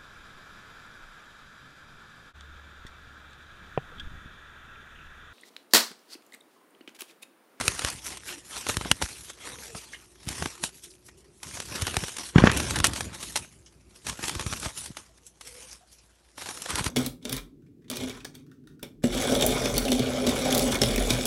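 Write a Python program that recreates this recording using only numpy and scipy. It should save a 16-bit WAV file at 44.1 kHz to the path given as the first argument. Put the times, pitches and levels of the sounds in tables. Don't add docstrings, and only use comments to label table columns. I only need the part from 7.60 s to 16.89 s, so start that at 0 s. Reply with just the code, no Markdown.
import sys
import numpy as np
from scipy import signal
from scipy.fft import rfft, irfft
from scipy.io import wavfile
from scipy.ndimage import uniform_filter1d

SR = 44100
rng = np.random.default_rng(int(sys.argv[2]) if len(sys.argv) > 2 else 0)


def pcm_store(signal):
    levels = np.round(np.clip(np.atleast_2d(signal), -1, 1) * 32767)
    wavfile.write(sys.argv[1], SR, levels.astype(np.int16).T)


N = 409600

# [f/Hz, level/dB]
AIR_SPECTRUM = [(15, -30.5), (25, -14.5), (83, -5), (485, -2), (645, -2), (2560, -15.5), (3150, -18),
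                (5030, -17.5), (5730, -16.5), (11300, -26.5), (12500, -53.5), (16200, -79.5), (22000, -120)]
# [t/s, level/dB]
FAR_COOING = [(0, -64.5), (2.4, -68.5), (3.1, -65.5), (4.6, -66.5), (6.2, -71.5), (9.29, -77.5)]
# [t/s, length/s, start f/Hz, end f/Hz, level/dB]
NEAR_COOS = [(0.67, 0.15, 383, 295, -53), (1.858, 0.18, 515, 459, -54), (2.02, 0.2, 460, 433, -54.5),
             (2.977, 0.066, 375, 328, -52), (3.105, .075, 398, 360, -63), (3.252, 0.085, 419, 333, -63.5),
             (3.544, 0.2, 393, 405, -61.5), (7.48, 0.047, 625, 660, -66), (7.619, 0.056, 466, 480, -65),
             (7.8, 0.31, 485, 495, -58.5), (8.2, .06, 720, 746, -62.5)]
# [t/s, initial level/dB, central f/Hz]
WIRE_PINGS = [(2.3329, -29, 1860), (2.345, -36, 2760), (3.3039, -43.5, 4790), (3.4844, -46, 1970),
              (6.061, -41.5, 5700), (6.063, -48.5, 2903), (8.112, -33.5, 5830), (8.329, -46, 5640),
              (8.385, -46.5, 5420)]
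# [t/s, level/dB]
BREEZE = [(0, -60), (2.3, -64.5), (3.6, -62.5), (6, -59.5), (7.5, -65), (8.6, -72.5), (9.29, -69)]
# [t/s, level/dB, nominal swing f/Hz]
AIR_PUFFS = [(0.08, -20, 129), (0.243, -20, 80), (0.349, -30.5, 99), (1.098, -28, 104), (1.17, -16, 100),
             (1.212, -29, 140), (1.256, -22, 170), (1.313, -14, 124), (1.43, -18.5, 72),
             (2.151, -27.5, 174), (2.672, -21, 114), (2.705, -27, 190), (2.823, -20, 187),
             (2.861, -23, 175), (3.04, -29, 230), (4.222, -14.5, 102), (4.371, -14.5, 99),
             (4.431, -25, 186), (5.203, -11.5, 85), (5.271, -22, 154), (5.407, -31, 188), (6.501, -28, 100),
             (6.593, -27, 262), (6.637, -24, 162), (6.761, -20, 92), (6.805, -23, 91), (6.864, -16.5, 92),
             (6.925, -22.5, 105), (7.062, -23, 95), (7.304, -26.5, 161), (9.139, -22, 123),
             (9.209, -16.5, 118), (9.265, -14.5, 98)]
# [f/Hz, level/dB]
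EDDY_SPECTRUM = [(18, -54.5), (30, -17), (64, 5), (125, 1.5), (267, -5), (377, -8), (430, -15.5),
                 (538, -17), (700, -22.5), (910, -39.5), (1540, -120)]
# [t/s, crack level/dB, thud level/dB, nominal thud f/Hz, brightness/(dB/octave)]
HOUSING_KNOCKS = [(4.7579, -11, -9, 174, 0), (4.7814, -2.5, -15, 220, 0.5), (4.820, -16, -21.5, 153.3, 2),
                  (4.838, -6, -7.5, 278, -6.5), (4.871, 0, -18, 264, 1.5), (4.895, -10, -30, 101, 4.5)]
# [f/Hz, level/dB]
CRACK_SPECTRUM = [(240, -23.5), (400, -1.5), (604, -2.5), (1760, 5), (2050, -4.5), (3430, -7), (3740, -16),
                  (7720, -30), (9290, -55), (12000, -49.5), (15600, -76), (22000, -120)]
# [start t/s, end t/s, level/dB, brightness/(dB/octave), draught level at the microphone/dB]
FLURRIES = [(0, 0.38, -47, 2.5, -52), (0.435, 0.56, -47.5, 0, -58), (0.852, 1.06, -48, 1, -64),
            (1.07, 1.32, -45, 0, -48), (1.42, 1.66, -50, 3, -59), (1.89, 2.24, -56, -1, -60.5),
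            (2.68, 2.862, -48, -2, -42), (3.856, 4.1, -46.5, 1.5, -50.5), (4.12, 4.438, -45, -1.5, -45.5),
            (4.46, 4.69, -46.5, 1, -63), (4.756, 5.291, -40, -3.5, -32.5), (5.302, 5.554, -47.5, -2.5, -42),
            (5.574, 5.836, -46, 1.5, -49), (6.463, 6.52, -57, 5, -46), (6.623, 7.063, -48.5, 3, -46),
            (7.117, 7.284, -52, 0, -56), (7.811, 8.139, -52.5, 1.5, -69.5), (8.782, 9.057, -44, 0.5, -55.5),
            (9.098, 9.3, -46, 1, -43.5)]
# [peak t/s, level/dB, length/s, brightness/(dB/octave)]
SWEEPS = [(0.005, -27.5, 0.093, -2), (0.078, -34, 0.4, 0.0), (0.245, -33, 0.28, -1.5),
          (0.47, -37.5, 0.16, 1.5), (0.526, -37.5, 0.13, -0.5), (0.691, -36.0, 0.23, 1),
          (0.738, -40, 0.05, -2), (0.961, -35, 0.24, 0), (1.099, -31.5, 0.18, 0.5), (1.267, -38.5, 0.31, 0),
          (1.428, -32.5, 0.105, -0.5), (1.51, -43, 0.4, 1), (1.697, -44, 0.11, 0.5),
          (1.869, -39, 0.32, -1.5), (2.026, -42.5, 0.36, 2), (2.177, -40.5, 0.18, 1.5),
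          (2.322, -49, 0.51, 0.5), (2.719, -38.5, 0.34, 0.5), (2.827, -36.5, 0.3, 0.0),
          (3.043, -26.5, 0.074, 2.0), (3.163, -49.5, 0.17, 4), (3.244, -45, 0.093, 5),
          (3.308, -52, 0.13, 6.5), (3.466, -48, 0.075, 4), (3.585, -55.5, 0.069, 3), (3.783, -59, 0.26, 6),
          (3.843, -43.5, 0.085, -0.5), (3.946, -38.5, 0.22, 0), (4.162, -32.5, 0.19, -1.0),
          (4.275, -34.5, 0.37, -0.5), (4.435, -37.5, 0.38, 1.5), (4.596, -37, 0.093, -1),
          (4.661, -43.5, 0.18, 3), (4.783, -20.5, 0.074, -7), (4.859, -24, 0.21, -7.5),
          (4.973, -30.5, 0.36, -1), (5.11, -34, 0.18, 1.5), (5.166, -27.5, 0.06, -1.5),
          (5.254, -21, 0.051, 0.5), (5.37, -34.0, 0.196, 0.0), (5.55, -35.5, 0.058, -0.5),
          (5.644, -38.0, 0.177, 1.5), (5.77, -26, 0.051, 0.5), (5.93, -58, 0.38, 3), (6.362, -55, 0.23, 2),
          (6.49, -31.5, 0.12, -0.5), (6.651, -32.5, 0.26, -0.5), (6.804, -37.5, 0.16, -2.5),
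          (6.905, -38, 0.51, 0), (7.051, -33.0, 0.13, -0.5), (7.178, -34.5, 0.12, 4),
          (7.242, -36.5, 0.12, 1.5), (7.391, -44.5, 0.14, 0.5), (7.579, -52.5, 0.03, 0.0),
          (7.669, -50, 0.099, 5.5), (7.872, -43, 0.071, 2.0), (8.019, -48, 0.32, 1),
          (8.131, -43.5, 0.06, 1.5), (8.324, -55, 0.19, 4), (8.828, -48.0, 0.29, 1.5),
          (8.9, -36.5, 0.1, -0.5), (9.114, -32.0, 0.18, -1.5), (9.186, -25, 0.082, -2.5),
          (9.263, -30, 0.073, -0.5)]
# [f/Hz, level/dB]
FEATHER_SPECTRUM = [(120, -28), (200, -5.5), (443, -3.5), (575, -4.5), (812, -7), (917, -3.5), (2180, -5.5),
                    (2460, -4.5), (4200, -6), (4910, -6.5), (5740, -3), (7700, -7.5), (9310, -4.5),
                    (11500, -10), (12500, -23.5), (16200, -61.5), (22000, -120)]
# [t/s, initial level/dB, air pocket f/Hz]
WING_CLAPS = [(0.0805, -9.5, 2570), (1.314, -3, 2900), (4.3683, -18, 1410), (5.2428, -6.5, 1790),
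              (5.7578, -18, 876)]
# [t/s, level/dB, brightness/(dB/octave)]
WING_STROKES = [(.012, -25, -.5), (.081, -13.5, 2.2), (.194, -26, 0.5), (.221, -32, -1),
                (.2493, -20.5, 0.5), (.264, -32, 1), (.2867, -31, 0), (.3023, -30.5, 6), (.506, -39, 2),
                (.4668, -34.5, 2), (.574, -37.5, 2), (1.0684, -28, -2.5), (1.089, -27, 6),
                (1.0935, -24, -3), (1.0985, -23, -2), (1.1704, -22, 0.5), (1.2127, -29.5, -3.5),
                (1.259, -31.5, -22), (1.3156, -10, 1), (1.418, -28, -20), (1.4243, -20.5, -0.5),
                (1.703, -39, 0.5), (2.1514, -37.5, -5), (2.6893, -27.5, 3), (2.8258, -26, -3.5),
                (2.8596, -24.5, -3), (3.0392, -21.5, 1.5), (3.4893, -50, -1.5), (3.833, -35, 2.2),
                (3.974, -37.5, -2), (4.003, -29.5, 1.5), (4.2213, -25, 2.5), (4.27, -24.5, 0),
                (4.281, -28.5, -2), (4.344, -30, -2.5), (4.3688, -18, 0), (4.439, -30, -2),
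                (4.484, -33, 1.5), (4.5692, -33, 3), (4.586, -32, 2), (4.917, -25, 1), (4.974, -24, 7),
                (5.0028, -23.5, -1), (5.1093, -25.5, 1), (5.1606, -25, 1.5), (5.189, -26.5, 2.5),
                (5.2026, -22.5, -1), (5.2435, -12, 1.5), (5.2475, -13.5, 2), (5.27, -20, 7),
                (5.3354, -30.5, 2), (5.363, -32.5, 0), (5.4087, -25, 0), (5.6305, -33, 2), (5.759, -24, 1),
                (5.7631, -22, 2.5), (5.775, -27, 2.5), (6.4693, -28.5, 1.5), (6.4983, -28, 1),
                (6.595, -43, -13), (6.641, -29.5, -0.5), (6.683, -27, 2), (6.696, -25, 0.5),
                (6.753, -31.5, 0.5), (6.797, -29, -0.5), (6.812, -33, 1.5), (6.8664, -32, 0.5),
                (6.928, -28.5, -1.5), (6.937, -29, -.5), (7.001, -36.5, 7), (7.0317, -33, -2),
                (7.06, -30, -3.5), (7.262, -37, 2.5), (7.3713, -34, 0), (7.813, -41.5, 1.5),
                (8.7826, -40.5, -3.5), (8.822, -36.5, -0.5), (8.861, -36, -1), (8.89, -33, -0.5),
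                (8.975, -38.5, 1), (9.0223, -32.5, 5), (9.0613, -31.5, -1.5), (9.1059, -27.5, 2.5),
                (9.1573, -23.5, 2.5), (9.196, -29, -3), (9.2437, -28, 3), (9.2655, -25, -1)]
# [f/Hz, level/dB]
SLAP_SPECTRUM = [(120, -36.5), (200, -1.5), (1130, 1), (1680, 0.5), (2140, -1.5), (2820, -2), (3850, -2),
                 (4830, -6), (5640, -3), (7440, -7.5), (9310, -5.5), (11500, -12), (12500, -26),
                 (16200, -55.5), (22000, -120)]

AIR_DB = -70.5
HUM_HZ, HUM_DB = 57.6, -66.5
FAR_COO_HZ, FAR_COO_WIDTH_HZ = 355, 85
SHUFFLE_DB = -66.5
START_DB_PER_S, SETTLE_DB_PER_S = 1098.5, 267.5
SWELL_SHARE, SWEEP_DEPTH_DB = 0.37, 21
WAKE_S, SHUDDER_S = 0.052, 0.1
SLAP_S, SLAP_AT_DB, HALVING_DB, LONGEST_SLAP_S = .002, -27, 20, .0036
CUTOFF_HZ = 12200
BURST, LEAD_S = 4096, .003
TIME = np.arange(N) / SR
AGE = np.arange(BURST) / SR
STEPS = TIME[::44]


def from_db(db):
    return 10 ** (np.asarray(db) / 20)


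def rms_one(x):
    return x / np.sqrt(np.mean(x ** 2) + 1e-20)


def in_time(rows):
    s, *columns = np.transpose(rows)
    return [np.interp(TIME, s, column) for column in columns]


def add(out, s, sound):
    start = max(round(s * SR), 0)
    out[start:start + len(sound)] += sound[:N - start]


def gain_at(spectrum, hz):
    points, db = np.transpose(spectrum)
    return from_db(np.interp(np.log(hz + 1), np.log(points), db))


def tilted(hz, brightness):
    return from_db(brightness * np.log2(np.maximum(hz, 900) / 3000))


def coloured(x, spectrum):
    hz = np.fft.rfftfreq(len(x), 1 / SR)
    return rms_one(irfft(rfft(x) * gain_at(spectrum, hz), len(x)))


def wobble(rate, size=N):
    place = np.arange(size) * rate / SR
    count = int(place[-1]) + 2
    return np.interp(place, np.arange(count), rng.standard_normal(count))


def barbs(per_s, spread_db, hiss, size=N):
    slips = (rng.random(size) < per_s / SR) * rng.choice([-1, 1], size)
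    sizes = from_db(spread_db * np.minimum(rng.exponential(1, size), 4))
    return rms_one(slips * sizes) + hiss * rng.standard_normal(size)


def burst(slips, length, spectrum, brightness, blur_hz):
    age = np.maximum(AGE - LEAD_S, 0) / length
    shape = rfft(slips * np.sqrt(age) * np.exp(-age))
    hz = np.fft.rfftfreq(BURST, 1 / SR)
    broad = uniform_filter1d(np.abs(shape) ** 2, int(blur_hz / hz[1]) + 1)
    ripple = shape / np.sqrt(broad + 1e-12)
    sound = irfft(ripple * gain_at(spectrum, hz) * tilted(hz, brightness), BURST)
    return sound * np.sqrt(2 * length * SR / np.sum(sound ** 2))


def swing(hz, cycles, sag):
    turns = hz * AGE * (1 + sag * np.exp(-hz * AGE)) / (1 + sag / 2)
    decay = from_db(-60 * turns / cycles)
    onset = 1 - np.exp(-12 * turns)
    return -np.sin(2 * np.pi * turns) * decay * onset


def outdoor_air():
    return from_db(AIR_DB) * coloured(rng.standard_normal(N), AIR_SPECTRUM)


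def hum():
    return from_db(HUM_DB + 3.7 * wobble(rate=27)) * np.sqrt(2) * np.sin(2 * np.pi * HUM_HZ * TIME)


def far_coos(swell_db):
    level, = in_time(FAR_COOING)
    hz = np.fft.rfftfreq(N, 1 / SR)
    resonance = 1 / (1 + (2 * (hz - FAR_COO_HZ) / FAR_COO_WIDTH_HZ) ** 2)
    drone = irfft(rfft(rng.standard_normal(N)) * resonance, N)
    return from_db(level + swell_db * wobble(rate=10)) * rms_one(drone)


def coos(level_db, waver, breathy):
    out = np.zeros(N)
    for s, length, start_hz, end_hz, db in NEAR_COOS:
        size = int(length * SR)
        pitch = np.linspace(start_hz, end_hz, size) * (1 + waver * wobble(rate=100, size=size))
        purr = 1 + breathy * (wobble(rate=140, size=size) + 1j * wobble(rate=86, size=size))
        tone = rms_one(np.real(purr * np.exp(2j * np.pi * np.cumsum(pitch) / SR)))
        add(out, s, from_db(db + level_db) * signal.windows.tukey(size, .5) * tone)
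    return out


def pings(level_db, t60, spread, scrape_db):
    out = np.zeros(N)
    for s, db, hz in WIRE_PINGS:
        modes = hz * np.exp(spread * rng.standard_normal((24, 1)))
        phases = rng.random((24, 1))
        ring = rms_one(np.sin(2 * np.pi * (modes * AGE + phases)).sum(axis=0))
        friction = barbs(per_s=2000, spread_db=7.5, hiss=0.4, size=BURST)
        scrape = from_db(scrape_db) * coloured(friction, SLAP_SPECTRUM)
        add(out, s, from_db(db + level_db - 60 * AGE / t60) * (ring + scrape))
    return out


def swell(s, db, length):
    place = (STEPS - s) / length
    depth = np.maximum(-place / SWELL_SHARE, place / (1 - SWELL_SHARE))
    return from_db(db - SWEEP_DEPTH_DB * np.minimum(depth, 10)) ** 2


def held(start, end, db):
    below = np.maximum((start - STEPS) * START_DB_PER_S, (STEPS - end) * SETTLE_DB_PER_S)
    return from_db(db - np.clip(below, 0, 200)) ** 2


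def feather_motion():
    parts = [(swell(s, db, length), brightness) for s, db, length, brightness in SWEEPS]
    parts += [(held(start, end, db), brightness) for start, end, db, brightness, _ in FLURRIES]
    power = sum(p for p, _ in parts) + from_db(SHUFFLE_DB) ** 2
    colour = sum(p * brightness for p, brightness in parts) / power
    return np.transpose([STEPS, 10 * np.log10(power), colour])


def wing_air(motion, puff_db, draught_db, stir_db, wake_db, shudder_db, lumpy_db):
    out = np.zeros(N)
    for s, db, hz in AIR_PUFFS:
        add(out, s, from_db(db + puff_db) * swing(hz, cycles=2.3, sag=0.41))
    breeze = from_db(np.interp(STEPS, *np.transpose(BREEZE))) ** 2
    stir = from_db(motion[:, 1] + stir_db) ** 2
    draught = sum(held(start, end, db + draught_db) for start, end, _, _, db in FLURRIES)
    wake = sum(swell(s, db + wake_db, WAKE_S) for s, db, _ in AIR_PUFFS)
    power = breeze + stir + draught + wake
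    for s, _, thud, _, _ in HOUSING_KNOCKS:
        rumble_db = thud + shudder_db - 20 * np.abs(STEPS - s) / SHUDDER_S
        power = power + (STEPS > s) * from_db(rumble_db) ** 2
    eddies = coloured(rng.standard_normal(N), EDDY_SPECTRUM) * from_db(lumpy_db * wobble(rate=50))
    return out + np.interp(TIME, STEPS, np.sqrt(power)) * eddies


def knocks(crack_db, thud_db, crack_s):
    out = np.zeros(N)
    for s, crack, thud, hz, brightness in HOUSING_KNOCKS:
        slap = burst(rng.standard_normal(BURST), crack_s, CRACK_SPECTRUM, brightness, blur_hz=590)
        add(out, s - LEAD_S, from_db(crack + crack_db) * slap)
        add(out, s + .001, from_db(thud + thud_db) * swing(hz, cycles=4.65, sag=.4))
    return out


def quill_ticks(motion, per_s, level_db, spread_db, cycles):
    db, brightness = in_time(motion)
    out = np.zeros(N)
    for when, size, pitch in rng.random((int(per_s * N / SR), 3)):
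        hz = 1500 * 7 ** pitch
        at = int(when * N)
        level = db[at] + level_db + spread_db * (size - 1)
        strength = from_db(level) * min(tilted(hz, brightness[at]), 1)
        decay = np.exp(-np.minimum(np.log(1000) * hz * AGE / cycles, 20))
        add(out, at / SR, strength * np.cos(2 * np.pi * hz * AGE) * decay)
    return out


def catches(per_s, release_s, steady):
    snags = (rng.random(N) < per_s / SR) * rng.exponential(1, N)
    energy = signal.lfilter([1], [1, -np.exp(-1 / (release_s * SR))], snags + 1e-18)
    return rms_one(np.sqrt(steady + energy))


def rustle(motion, level_db, patchy_db, patchy_rate):
    db, brightness = in_time(motion)
    friction = barbs(per_s=3000, spread_db=1.5, hiss=0.79) * catches(per_s=130, release_s=0.0067, steady=0.89)
    hz = np.fft.rfftfreq(N, 1 / SR)
    friction = rfft(friction) * gain_at(FEATHER_SPECTRUM, hz)
    centres = np.linspace(np.sqrt(300), np.sqrt(12000), 26) ** 2
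    out, power = 0, 0
    for centre, share in zip(centres, np.eye(len(centres))):
        band = irfft(friction * np.interp(hz, centres, share), N)
        gain = tilted(centre, brightness) * from_db(patchy_db * wobble(rate=patchy_rate))
        out = out + band * gain
        power = power + np.mean(band ** 2) * gain ** 2
    return from_db(db + level_db) * out / np.sqrt(power)


def claps(level_db, t60):
    out = np.zeros(N)
    for s, db, hz in WING_CLAPS:
        add(out, s, from_db(db + level_db - 60 * AGE / t60) * np.sin(2 * np.pi * hz * AGE))
    return out


def strokes(motion, level_db, flicks_per_s, flick_db, flick_spread_db):
    flicks = []
    for when, size in rng.random((int(flicks_per_s * N / SR), 2)):
        s, db, brightness = motion[int(when * len(motion))]
        flicks.append((s, db + flick_db - flick_spread_db * size, brightness))
    out = np.zeros(N)
    for s, db, brightness in list(WING_STROKES) + flicks:
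        length = min(SLAP_S * 2 ** ((SLAP_AT_DB - db) / HALVING_DB), LONGEST_SLAP_S)
        slips = barbs(per_s=6000, spread_db=2.0, hiss=0.67, size=BURST)
        slap = burst(slips, length, SLAP_SPECTRUM, brightness, blur_hz=1210)
        add(out, s - length - LEAD_S, from_db(db + level_db) * slap)
    return out


def yard(x, wet_db, t60):
    age = TIME[:SR // 2]
    tail = rng.standard_normal(len(age)) * from_db(-60 * age / t60) * (age > .004)
    return x + from_db(wet_db) * signal.fftconvolve(x, tail / np.sqrt(np.sum(tail ** 2)))[:N]


def scene():
    background = outdoor_air() + hum() + far_coos(swell_db=2.5)
    cage = (pings(level_db=-8.5, t60=0.11, spread=0.12, scrape_db=-9)
            + coos(level_db=0.0, waver=0.024, breathy=.75))
    motion = feather_motion()
    microphone = (wing_air(motion, puff_db=3.0, draught_db=-1.0, stir_db=-18.5, wake_db=-19,
                           shudder_db=-15, lumpy_db=3.5)
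                  + knocks(crack_db=-11.5, thud_db=14.0, crack_s=0.0025))
    sliding = (rustle(motion, level_db=-1.48, patchy_db=4.0, patchy_rate=30)
               + quill_ticks(motion, per_s=45, level_db=17.5, spread_db=15.5, cycles=7.2))
    beating = (strokes(motion, level_db=0.8, flicks_per_s=5, flick_db=3, flick_spread_db=6)
               + claps(level_db=-2.5, t60=0.012))
    return (yard(sliding + beating + cage, wet_db=-23.5, t60=0.041) + microphone + background)[None]


def record(dry):
    thin = signal.sosfilt(signal.butter(4, 45, "high", fs=SR, output="sos"), dry)
    clipped = np.clip(thin, -.85, .85)
    return signal.sosfilt(signal.ellip(12, .3, 100, CUTOFF_HZ, fs=SR, output="sos"), clipped)


dry = scene()
out = record(dry)
pcm_store(out)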